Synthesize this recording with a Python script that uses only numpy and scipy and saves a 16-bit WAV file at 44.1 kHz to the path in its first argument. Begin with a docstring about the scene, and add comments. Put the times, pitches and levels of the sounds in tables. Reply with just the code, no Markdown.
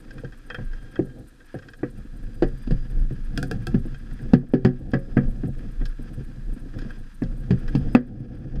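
"""A street, heard from the hollow shell of a velomobile that pulls away.
Filtered noise makes the drumming of the road, the whirr of the chain and a thin hiss with a flickering top.
The rocking body swells as a low tone of wandering pitch; metal parts sing as thin, unsteady tones.
Ticks, knocks, soft bumps and shifter clicks excite decaying modes and noise bursts, and the shell booms.
A limiter turns everything down for a moment after the highest peaks."""
import sys
import numpy as np
from scipy import signal
from scipy.fft import rfft, irfft, next_fast_len
from scipy.io import wavfile
from scipy.ndimage import uniform_filter1d, minimum_filter1d

SR = 44100
rng = np.random.default_rng(int(sys.argv[2]) if len(sys.argv) > 2 else 0)


def int16_out(signal):
    """Quantize to a 16-bit WAV file."""
    q = np.round(np.clip(np.atleast_2d(signal).T, -1, 1) * 32767)
    wavfile.write(sys.argv[1], SR, q.astype(np.int16))


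N = 379260  # samples
T = np.arange(N) / SR
HIT_SIZE = SR // 2  # half a second for each blow
HIT_T = np.arange(HIT_SIZE) / SR
MIDDLE_PANEL_HZ = 237

# road noise: t/s, level of the hollow rumble/dB, level of the panel drumming/dB
ROAD_LEVELS = [(0.0, -49.5, -52), (0.27, -44.5, -44.5), (0.45, -50.5, -54), (0.6, -44, -50),
               (1.15, -47.5, -49), (1.33, -57.5, -57), (1.72, -54.5, -56), (1.95, -43.5, -53.5),
               (3.3, -35.5, -49), (3.68, -29.5, -46.5), (4.1, -38.5, -51), (4.6, -31.5, -37),
               (5.25, -34.5, -43.5), (6.42, -41, -52), (6.88, -38.5, -44), (7.15, -45, -58.5),
               (7.35, -35, -46.5), (8.1, -27, -35), (8.6, -24.5, -36)]
# air and body modes of the shell: nominal f/Hz, relative level/dB, t60/s
SHELL_MODES = [(111, -46.5, 0.087), (134.1, 4, 0.21), (181.2, 3, 0.15)]
# panel modes of the shell: nominal f/Hz, relative level/dB, t60/s
WALL_MODES = [(238.6, -3, 0.24), (264.7, -6.5, 0.2), (289.7, -1, 0.14), (340.3, -2.5, 0.09),
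              (367.4, -3, 0.19), (432.4, 1, 0.062)]
# higher modes of the stiff ribs and rim: nominal f/Hz, relative level/dB, t60/s
RIB_MODES = [(446.4, 3, 0.2), (484, 11.5, 0.14), (535, -4, 0.31), (592, -0.5, 0.025), (603, -2, 0.14),
             (742, 4.5, 0.095), (790, -10.5, 0.18)]


def undb(db):
    """Decibels to amplitude ratio: 20 dB is a factor of ten."""
    return 10 ** (np.asarray(db) / 20)


def unit(x):
    """Normalise the mean power: rms 1."""
    return x / np.sqrt(np.mean(x ** 2))


def unit_hit(x):
    """Normalise the energy of a blow to that of 30 ms at rms 1."""
    return x / np.sqrt(np.sum(x ** 2) / (.03 * SR))


def curves(table):
    """Linear interpolation: each column after the time as a value per sample."""
    s, *columns = np.transpose(table)
    return [np.interp(T, s, c) for c in columns]


def walk(rate):
    """Smoothed random process: levels held 1 / rate s and averaged twice, at rms 1."""
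    k = max(int(SR / rate), 1)
    steps = np.repeat(rng.standard_normal(N // k + 1), k)
    slewed = uniform_filter1d(uniform_filter1d(steps, k), k)
    return unit(slewed[:N])


def colour(x, points, peaks=()):
    """Minimum-phase filter: an outline (f/Hz, level/dB) with steep skirts and extra resonances."""
    size = 2 * next_fast_len(len(x) // 2 + 2048)
    f = np.maximum(np.arange(size // 2 + 1) * SR / size, 1)
    hz, db = np.transpose(points)
    octaves_outside = np.abs(np.log2(f / np.clip(f, hz.min(), hz.max())))
    gain_db = np.interp(np.log(f), np.log(hz), db) - np.minimum(30 * octaves_outside, 90)
    for centre, width, lift in peaks:
        gain_db = gain_db + lift / (1 + (2 * (f - centre) / width) ** 2)
    # folding the cepstrum onto positive time makes the filter causal
    cepstrum = irfft(np.log(undb(gain_db)))
    cepstrum[1:size // 2] *= 2
    cepstrum[size // 2 + 1:] = 0
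    response = np.exp(rfft(cepstrum))
    return irfft(rfft(x, size) * response)[:len(x)]


def fade(t60):
    """Exponential damping: a fall of 60 dB in t60 seconds."""
    return np.exp(-np.log(1000) * HIT_T / t60)


def burst(t60, tail_db, tail_t60):
    """High modal density: modes too crowded to separate act as noise with two decay rates."""
    return rng.standard_normal(HIT_SIZE) * (fade(t60) + undb(tail_db) * fade(tail_t60))


def add(out, s, x):
    """Superposition: mix a sound in at time s."""
    i = max(int(s * SR), 0)
    out[i:i + len(x)] += x[:N - i]


def ring(modes, scatter_db, rise_s, favoured_hz=1, focus_db=0):
    """Modal synthesis: the place of the blow favours modes near one pitch, by focus_db an octave."""
    hz, db, t60 = np.transpose(modes)
    level_chance, pitch_chance, phase_chance = rng.standard_normal((len(hz), 3)).T
    size = undb(db - focus_db * np.abs(np.log2(hz / favoured_hz)) + scatter_db * level_chance)
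    hz = hz * (1 + 0.023 * pitch_chance)
    phase = 2 * np.pi * hz[:, None] * HIT_T + 0.94 * phase_chance[:, None]
    waves = np.sin(phase) * fade(t60[:, None])
    return unit_hit(size @ waves * (1 - np.exp(-HIT_T / rise_s)))


def rolling():
    """Random excitation: asphalt grit drums the shell through the tyres; chain links rattle in their guides."""
    # noise outlines: f/Hz, relative level/dB
    rumble_colour = [(55, 2), (80, -7.5), (110, -1.5), (135, 0), (155, -11), (180, -9), (215, -5.5)]
    drum_colour = [(190, -8.5), (238, 0.5), (300, 2), (400, -12.5), (500, -11.5), (600, -20), (760, -17),
                   (930, -38.5), (1200, -45)]
    whirr_colour = [(530, -27), (900, -10.5), (1190, -8.5), (1320, -3), (1500, -8), (1660, -2),
                    (2170, -14.5), (2450, -10), (2980, -15.5), (3310, -12), (3790, -22.5), (4260, -23),
                    (4880, -14), (5770, -25.5), (6000, -21), (7800, -48.5), (13200, -120)]
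    # resonances that the rolling keeps alive: f/Hz, width/Hz, added level/dB
    rumble_peaks = [(131, 7.9, 3.5)]
    drum_peaks = [(495, 61, 6.4), (753, 190, 1)]
    whirr_peaks = [(1613, 250, 5), (3500, 45, 5), (4500, 110, -1.5)]
    # the chain's whirr: t/s, level/dB
    whirr_levels = [(0.0, -60), (0.57, -58.5), (0.95, -58), (1.33, -66), (1.47, -57), (1.75, -63),
                    (2.05, -61), (3.0, -58), (4.25, -57), (5.45, -60), (6.1, -56.5), (6.4, -60.5),
                    (6.7, -60), (6.83, -53), (7.15, -62), (7.55, -56), (8.15, -55.5), (8.6, -53)]

    rumble_db, drum_db = curves(ROAD_LEVELS)
    whirr_db, = curves(whirr_levels)
    roughness = undb(3.7 * walk(40))
    rumble = colour(rng.standard_normal(N) * roughness, rumble_colour, rumble_peaks)
    drum = colour(rng.standard_normal(N) * roughness, drum_colour, drum_peaks)
    # dense tiny impacts of uneven size, about 700 a second, over a smooth slither
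    links = (rng.random(N) < 700 / SR) * rng.standard_normal(N)
    slither = undb(5) * rng.standard_normal(N)
    whirr = colour((unit(links) + slither) * undb(2.0 * walk(90)), whirr_colour, whirr_peaks)
    return undb(rumble_db) * unit(rumble) + undb(drum_db) * unit(drum) + undb(whirr_db) * unit(whirr)


def sway():
    """Mass on springs: the body rocks near one low pitch over a broader shudder, in swells that rise and settle."""
    # low swells of the rocking body, and at 8.58 s a brief low burst as the sound ends: t of the widest #
    # swing/s, level/dB
    swells = [(0.71, -27), (2.24, -29.5), (2.48, -25), (2.76, -20), (3.02, -18.5), (3.28, -28), (3.78, -29),
              (5.28, -22), (5.82, -24), (6.53, -25.5), (6.84, -31.5), (7.28, -29.5), (7.70, -29),
              (7.88, -27), (8.58, -18.5)]
    rise_s, decay_s = 0.053, 0.073
    sway_hz, shudder_db = 27.2, -2.5
    # between swells the rocking follows the rumble, up to what the dampers allow
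    over_rumble_db, limit_db = 3.5, -32.5

    rumble_db, _ = curves(ROAD_LEVELS)
    power = undb(np.minimum(rumble_db + over_rumble_db, limit_db)) ** 2
    for s, db in swells:
        before, after = np.minimum(T - s, 0), np.maximum(T - s, 0)
        swing = np.exp(-(before / rise_s) ** 2 / 2 - after / decay_s)
        power = power + (undb(db) * swing) ** 2
    wandering_hz = sway_hz * (1 + 0.1044 * walk(13))
    rocking = np.sin(2 * np.pi * np.cumsum(wandering_hz) / SR)
    shudder = colour(rng.standard_normal(N), [(17, 11), (28, 2.5), (42, -1.5), (60, -19)])
    return np.sqrt(power) * (unit(rocking) + undb(shudder_db) * unit(shudder))


def hiss():
    """Amplitude gating: steady noise under a treble band that flickers on several times a second."""
    # noise outlines: f/Hz, relative level/dB
    hiss_colour = [(4000, -7), (4900, -16.5), (5900, -14.5), (7300, -14.5), (9300, -13.5), (11000, -20.5),
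                   (13000, -20.5), (14400, -26), (15200, -51.5)]
    flicker_colour = [(7400, -15), (8500, -2), (9400, -1), (10400, -12.5), (11300, -14.5), (12800, -6),
                      (14000, -14), (15000, -33.5)]
    steady_db, flicker_db, spread_db = -70.5, -66, 1.5
    per_s, jitter_s, length_s = 9, .035, .015

    steady = unit(colour(rng.standard_normal(N), hiss_colour))
    fizz = unit(colour(rng.standard_normal(N), flicker_colour))
    gate = np.zeros(N)
    chances = rng.standard_normal((int(per_s * N / SR), 2))
    for k, (late, size) in enumerate(chances):
        s = min(k / per_s + jitter_s * late, T[-1])
        add(gate, s, np.full(int(length_s * SR), undb(spread_db * size)))
    return undb(steady_db) * steady + undb(flicker_db) * gate * fizz


def small_ticks():
    """Impact excitation: each tick is a short burst of crowded modes, with ringing ribs and a bright edge."""
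    # the clearest ticks, from chain, levers and the rider's small movements:
    # t/s, ring level/dB, edge level/dB
    clear_ticks = [(0.1065, -48, -60.5), (0.181, -48.5, -63.5), (0.2461, -46.5, -65), (0.322, -51.5, -70),
                   (0.5009, -36.5, -57), (0.5447, -36, -56), (0.7321, -49.5, -66), (0.956, -43, -64),
                   (1.4002, -56, -76), (1.5879, -51.5, -65), (1.6234, -53.5, -70), (1.6849, -48.5, -61),
                   (1.734, -50, -63), (3.9436, -50, -64.5), (4.1097, -55, -69), (4.1888, -54, -71),
                   (4.9162, -57, -59), (5.8097, -51.5, -76), (5.8549, -48, -49.5), (6.787, -48, -57),
                   (6.8169, -51.5, -61), (6.904, -46, -68), (7.235, -55, -58.5), (7.679, -44.5, -56),
                   (8.5574, -58, -60)]
    # noise outline of the ring: f/Hz, relative level/dB
    tick_colour = [(530, -24.5), (900, -19.5), (1060, -20), (1250, -11), (1500, -5), (1660, -4), (1910, -4),
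                   (2160, -28.5), (2570, -11), (2970, -47), (3200, -8.5), (4160, -65.5), (7040, -120)]
    edge_colour = [(3100, -1), (4000, -3), (5200, 1.5), (5900, -12.5), (6900, -8), (7800, -26)]
    # fainter ticks fall at random
    faint_count, faint_ring_db, faint_edge_db, faint_spread_db = 10, -61.5, -74, 1

    faint_ticks = []
    for when, size in rng.random((faint_count, 2)):
        offset_db = faint_spread_db * (2 * size - 1)
        faint_ticks.append((when * N / SR, faint_ring_db + offset_db, faint_edge_db + offset_db))
    out = np.zeros(N)
    for s, ring_db, edge_db in [*clear_ticks, *faint_ticks]:
        body = unit_hit(colour(burst(0.066, -15.0, 0.06), tick_colour, [(1608, 97, 12.2)]))
        ribs = ring(RIB_MODES, scatter_db=2, rise_s=0.00084)
        edge = unit_hit(colour(burst(0.019, 3, 0.068), edge_colour))
        add(out, s, undb(ring_db) * (body + undb(-8.0) * ribs) + undb(edge_db) * edge)
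    return out


def knocks():
    """Modal excitation: each blow smacks at the contact, rings frame, ribs and panels and swells into a boom."""
    # knocks on the shell: t/s, panel level/dB, nominal f of the struck panel/Hz, then relative to
    # the panel level: boom level/dB, crack level/dB, edge level/dB, hard contact level/dB
    blows = [(0.236, -41, 473, 4, -31, -36, -29), (0.585, -35.5, 240, 5, -15, -42, -31),
             (0.992, -21, 318, -3.5, -30, -60, -35), (1.542, -36, 337, 1.5, -12.5, -34, -39),
             (1.831, -28, 321, -4.5, -14, -44, -31), (2.423, -19, 342, -5.5, -18, -28.5, -47),
             (2.674, -33.5, 246, -14, -28, -28, -28), (2.708, -27.5, 247, 7.5, -20, -26, -26),
             (3.108, -39.5, 308, 9.5, -21, -41, -23), (3.743, -21.5, 206, 1, -24, -36, -32),
             (4.335, -7, 233, 1, -22, -32, -28), (4.537, -8.5, 272, -5.5, -25.5, -37, -33),
             (4.649, -6.5, 208, -1, -21, -30, -30), (4.935, -19.5, 233, 4, -8.5, -27.5, -32),
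             (5.169, -16, 229, 2, -14.5, -40.5, -36.5), (5.435, -29, 246, 4.5, -24, -60, -57),
             (7.22, -27, 262, 2.5, -21, -47, -30.5), (7.507, -22.5, 216, 10, -20.5, -25.5, -25),
             (7.751, -18, 238, 1.5, -29.5, -29, -24), (7.95, -2.5, 238, -13, -18.5, -34, -13.5)]
    # modes of the metal frame: nominal f/Hz, relative level/dB, t60/s
    frame_modes = [(1204, 4.5, 0.1), (1450, -9, 0.092), (1506, -1.5, 0.14), (1720, -10.5, 0.066),
                   (1910, 21.5, 0.11), (2260, -11, 0.084), (2840, -22.5, 0.077), (3570, -11.5, 0.19),
                   (5000, -17, 0.13), (5200, -27.5, .14)]
    # outlines of the contact, crack and edge: f/Hz, relative level/dB
    contact_colour = [(330, -0.5), (750, 3), (950, 3.5), (1400, -4.5), (2000, -12.5), (2650, 1.5),
                      (3000, -26.5), (5000, -51), (9000, -37), (14000, -50)]
    crack_colour = [(500, -28.5), (850, -28.5), (909, -5), (1120, -1), (1230, 3.5), (1460, 0.5),
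                    (1680, 11.5), (1950, -1.5), (2640, -10), (2930, -19.5), (3080, -27.5), (3200, -14),
                    (4160, -54), (7040, -120)]
    edge_colour = [(2800, 4), (3300, 4), (3700, -4.5), (4300, -1.5), (4900, 3.5), (5500, -10.5),
                   (6900, -14), (7600, -17.5), (9000, -22.5), (11500, -29), (14500, -59.5)]
    thud_colour = [(70, -3), (110, 9.5), (200, -8.0)]
    slap_colour = [(350, 0), (600, 5.5), (780, -6.5), (950, -19.5)]
    # a gentle blow pushes for longer, so more of its boom is a deep thud
    middle_thud_db, thud_fall_per_db, middle_knock_db = -9.5, 0.5053, -23.5
    # the ribs clack more when a blow cracks loudly and lands on a small, high-pitched panel
    base_clack_db, clack_per_crack, clack_db_per_octave = -1.5, 0.66, 12

    out = np.zeros(N)
    for s, db, hz, boom_db, crack_db, edge_db, contact_db in blows:
        smack = fade(0.00005) + undb(-12.5) * burst(0.021, -23.5, 0.066)
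        contact = unit_hit(colour(smack, contact_colour))
        boom = ring(SHELL_MODES, scatter_db=1.0, rise_s=0.0048)
        thud = unit_hit(colour(burst(0.19, -19.0, 0.13), thud_colour))
        # the struck panel swings hard for a few cycles; its neighbours ring on more softly
        struck = ring([(hz, 0, .05)], scatter_db=0, rise_s=0.0028)
        panels = ring(WALL_MODES, scatter_db=4.5, rise_s=0.00091, favoured_hz=hz, focus_db=11.5)
        clack = ring(RIB_MODES, scatter_db=3.5, rise_s=0.0024)
        slap = unit_hit(colour(burst(0.007, -10.0, 0.071), slap_colour))
        crack = unit_hit(colour(burst(.07, -15, 0.22), crack_colour, [(2160, 80, -9.5)]))
        frame = ring(frame_modes, scatter_db=2, rise_s=0.00053)
        edge = unit_hit(colour(burst(0.03, 6.0, 0.091), edge_colour))

        panel_octaves = np.log2(hz / MIDDLE_PANEL_HZ)
        clack_db = base_clack_db + clack_per_crack * crack_db + clack_db_per_octave * panel_octaves
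        thud_db = middle_thud_db - thud_fall_per_db * (db - middle_knock_db)
        low = struck + undb(-1.5) * panels + undb(boom_db) * (boom + undb(thud_db) * thud)
        middle = undb(clack_db) * (clack + undb(-4.5) * slap)
        high = undb(crack_db) * (crack + undb(-12.5) * frame)
        high = high + undb(edge_db) * edge + undb(contact_db) * contact
        add(out, s, undb(db) * (low + middle + high))
    return out


def metal_tones():
    """Frequency modulation: thin tones of metal parts swell and fade while their pitch wavers."""
    # thin tones of metal parts, rubbed or left ringing by a knock:
    # start t/s, end t/s, mean f/Hz, middle level/dB
    tones = [(.38, 1.2, 1610, -58), (.38, 1.2, 3200, -70), (2.25, 3.05, 4850, -70), (4.9, 5.25, 5020, -73),
             (7.72, 8.0, 5030, -67)]
    out = np.zeros(N)
    for start, end, hz, db in tones:
        progress = np.clip((T - start) / (end - start), 0, 1)
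        swell = np.sqrt(np.abs(np.sin(np.pi * progress)))
        # the pitch drifts slowly and shivers quickly
        unsteady_hz = hz * (1 + 0.0051 * walk(7) + .011 * walk(520))
        phase = 2 * np.pi * np.cumsum(unsteady_hz) / SR
        out += undb(db + 3 * walk(25)) * swell * np.sin(phase)
    return out


def road_bumps():
    """Compliant contact: a tyre cushions each bump, so the shell thumps without any crack."""
    # small bumps in the asphalt, felt through the tyres: t/s, level/dB
    bumps = [(2.05, -43), (3.854, -32.5), (4.255, -42.5), (4.426, -26), (5.60, -44), (5.812, -33.5),
             (5.992, -35.5), (6.204, -39.5), (6.283, -45), (6.523, -40.5), (6.564, -38), (6.657, -40),
             (6.822, -37), (6.849, -33), (8.201, -28.5), (8.312, -36), (8.477, -34)]
    boom_db, push_db, push_rise_s = -4, -13, 0.0066
    out = np.zeros(N)
    for s, db in bumps:
        panels = ring(WALL_MODES, scatter_db=4.5, rise_s=0.003, favoured_hz=MIDDLE_PANEL_HZ, focus_db=21)
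        boom = ring(SHELL_MODES, scatter_db=2.7, rise_s=0.004)
        thump = unit_hit((panels + undb(boom_db) * boom) * fade(.2))
        soft_burst = burst(0.077, -15, 0.08) * (1 - np.exp(-HIT_T / push_rise_s))
        push = unit_hit(colour(soft_burst, [(220, 3), (500, -9.5), (780, -19)]))
        add(out, s, undb(db) * (thump + undb(push_db) * push))
    return out


def shifter():
    """Structure-borne sound: the ratchet snaps into its notches; the tiller carries the jolt into the shell."""
    # snaps of the gear shifter: t/s, overall gain/dB
    snaps = [(3.3756, -20), (3.4282, -21.5), (3.5122, -21), (3.669, -23.5)]
    # noise outline of the snap: f/Hz, relative level/dB
    snap_colour = [(1000, -20.5), (1250, -16), (1400, -10), (1650, 6.5), (1850, -13), (2120, -28),
                   (2480, -8), (2750, -31), (3300, -10), (3700, -20.5), (4900, -12.5), (6000, -22),
                   (9400, -24), (15500, -38)]
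    lever_modes = [(712, 2.5, 0.1), (1380, 0.0, 0.099), (1730, -1.0, 0.071), (2730, -6.5, 0.064)]
    out = np.zeros(N)
    for s, db in snaps:
        snap = unit_hit(colour(burst(0.013, -17.5, 0.14), snap_colour))
        lever = ring(lever_modes, scatter_db=3.5, rise_s=0.00012)
        clack = ring(RIB_MODES, scatter_db=8.0, rise_s=0.013)
        panel = ring(WALL_MODES, scatter_db=11.5, rise_s=0.00054)
        boom = ring(SHELL_MODES, scatter_db=0.0, rise_s=0.014)
        shell = undb(-21.0) * clack + undb(-11.0) * panel + undb(-7) * boom
        add(out, s, undb(db) * (undb(-15) * snap + undb(-19.5) * lever + shell))
    return out


def limiter(x):
    """Gain control: a peak over the limit cuts the gain, which holds, then climbs back steadily in dB."""
    limit_db, attack_s, hold_s, release_db_per_s = -.5, 0.0013, 0.13, 10
    over_db = 20 * np.log10(np.maximum(np.abs(x) / undb(limit_db), 1))
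    hold = int(hold_s * SR)
    held_db = -minimum_filter1d(-over_db, hold, origin=(hold - 1) // 2)
    climb_db = release_db_per_s * T
    cut_db = np.maximum.accumulate(held_db + climb_db, axis=-1) - climb_db
    smooth_cut_db = uniform_filter1d(cut_db, max(int(attack_s * SR), 1))
    return x * undb(-smooth_cut_db)


def scene():
    """Superposition: all sources add at one microphone on the shell."""
    lasting = rolling() + sway() + hiss() + metal_tones()
    struck = small_ticks() + knocks() + road_bumps() + shifter()
    return (lasting + struck)[None]


def record(dry):
    """Limiting, clipping at full scale, then band limitation by a steep low-pass at 16 kHz."""
    low_pass = signal.ellip(8, .2, 70, 16000, fs=SR, output="sos")
    return signal.sosfilt(low_pass, np.clip(limiter(dry), -1, 1))


dry = scene()
out = record(dry)
int16_out(out)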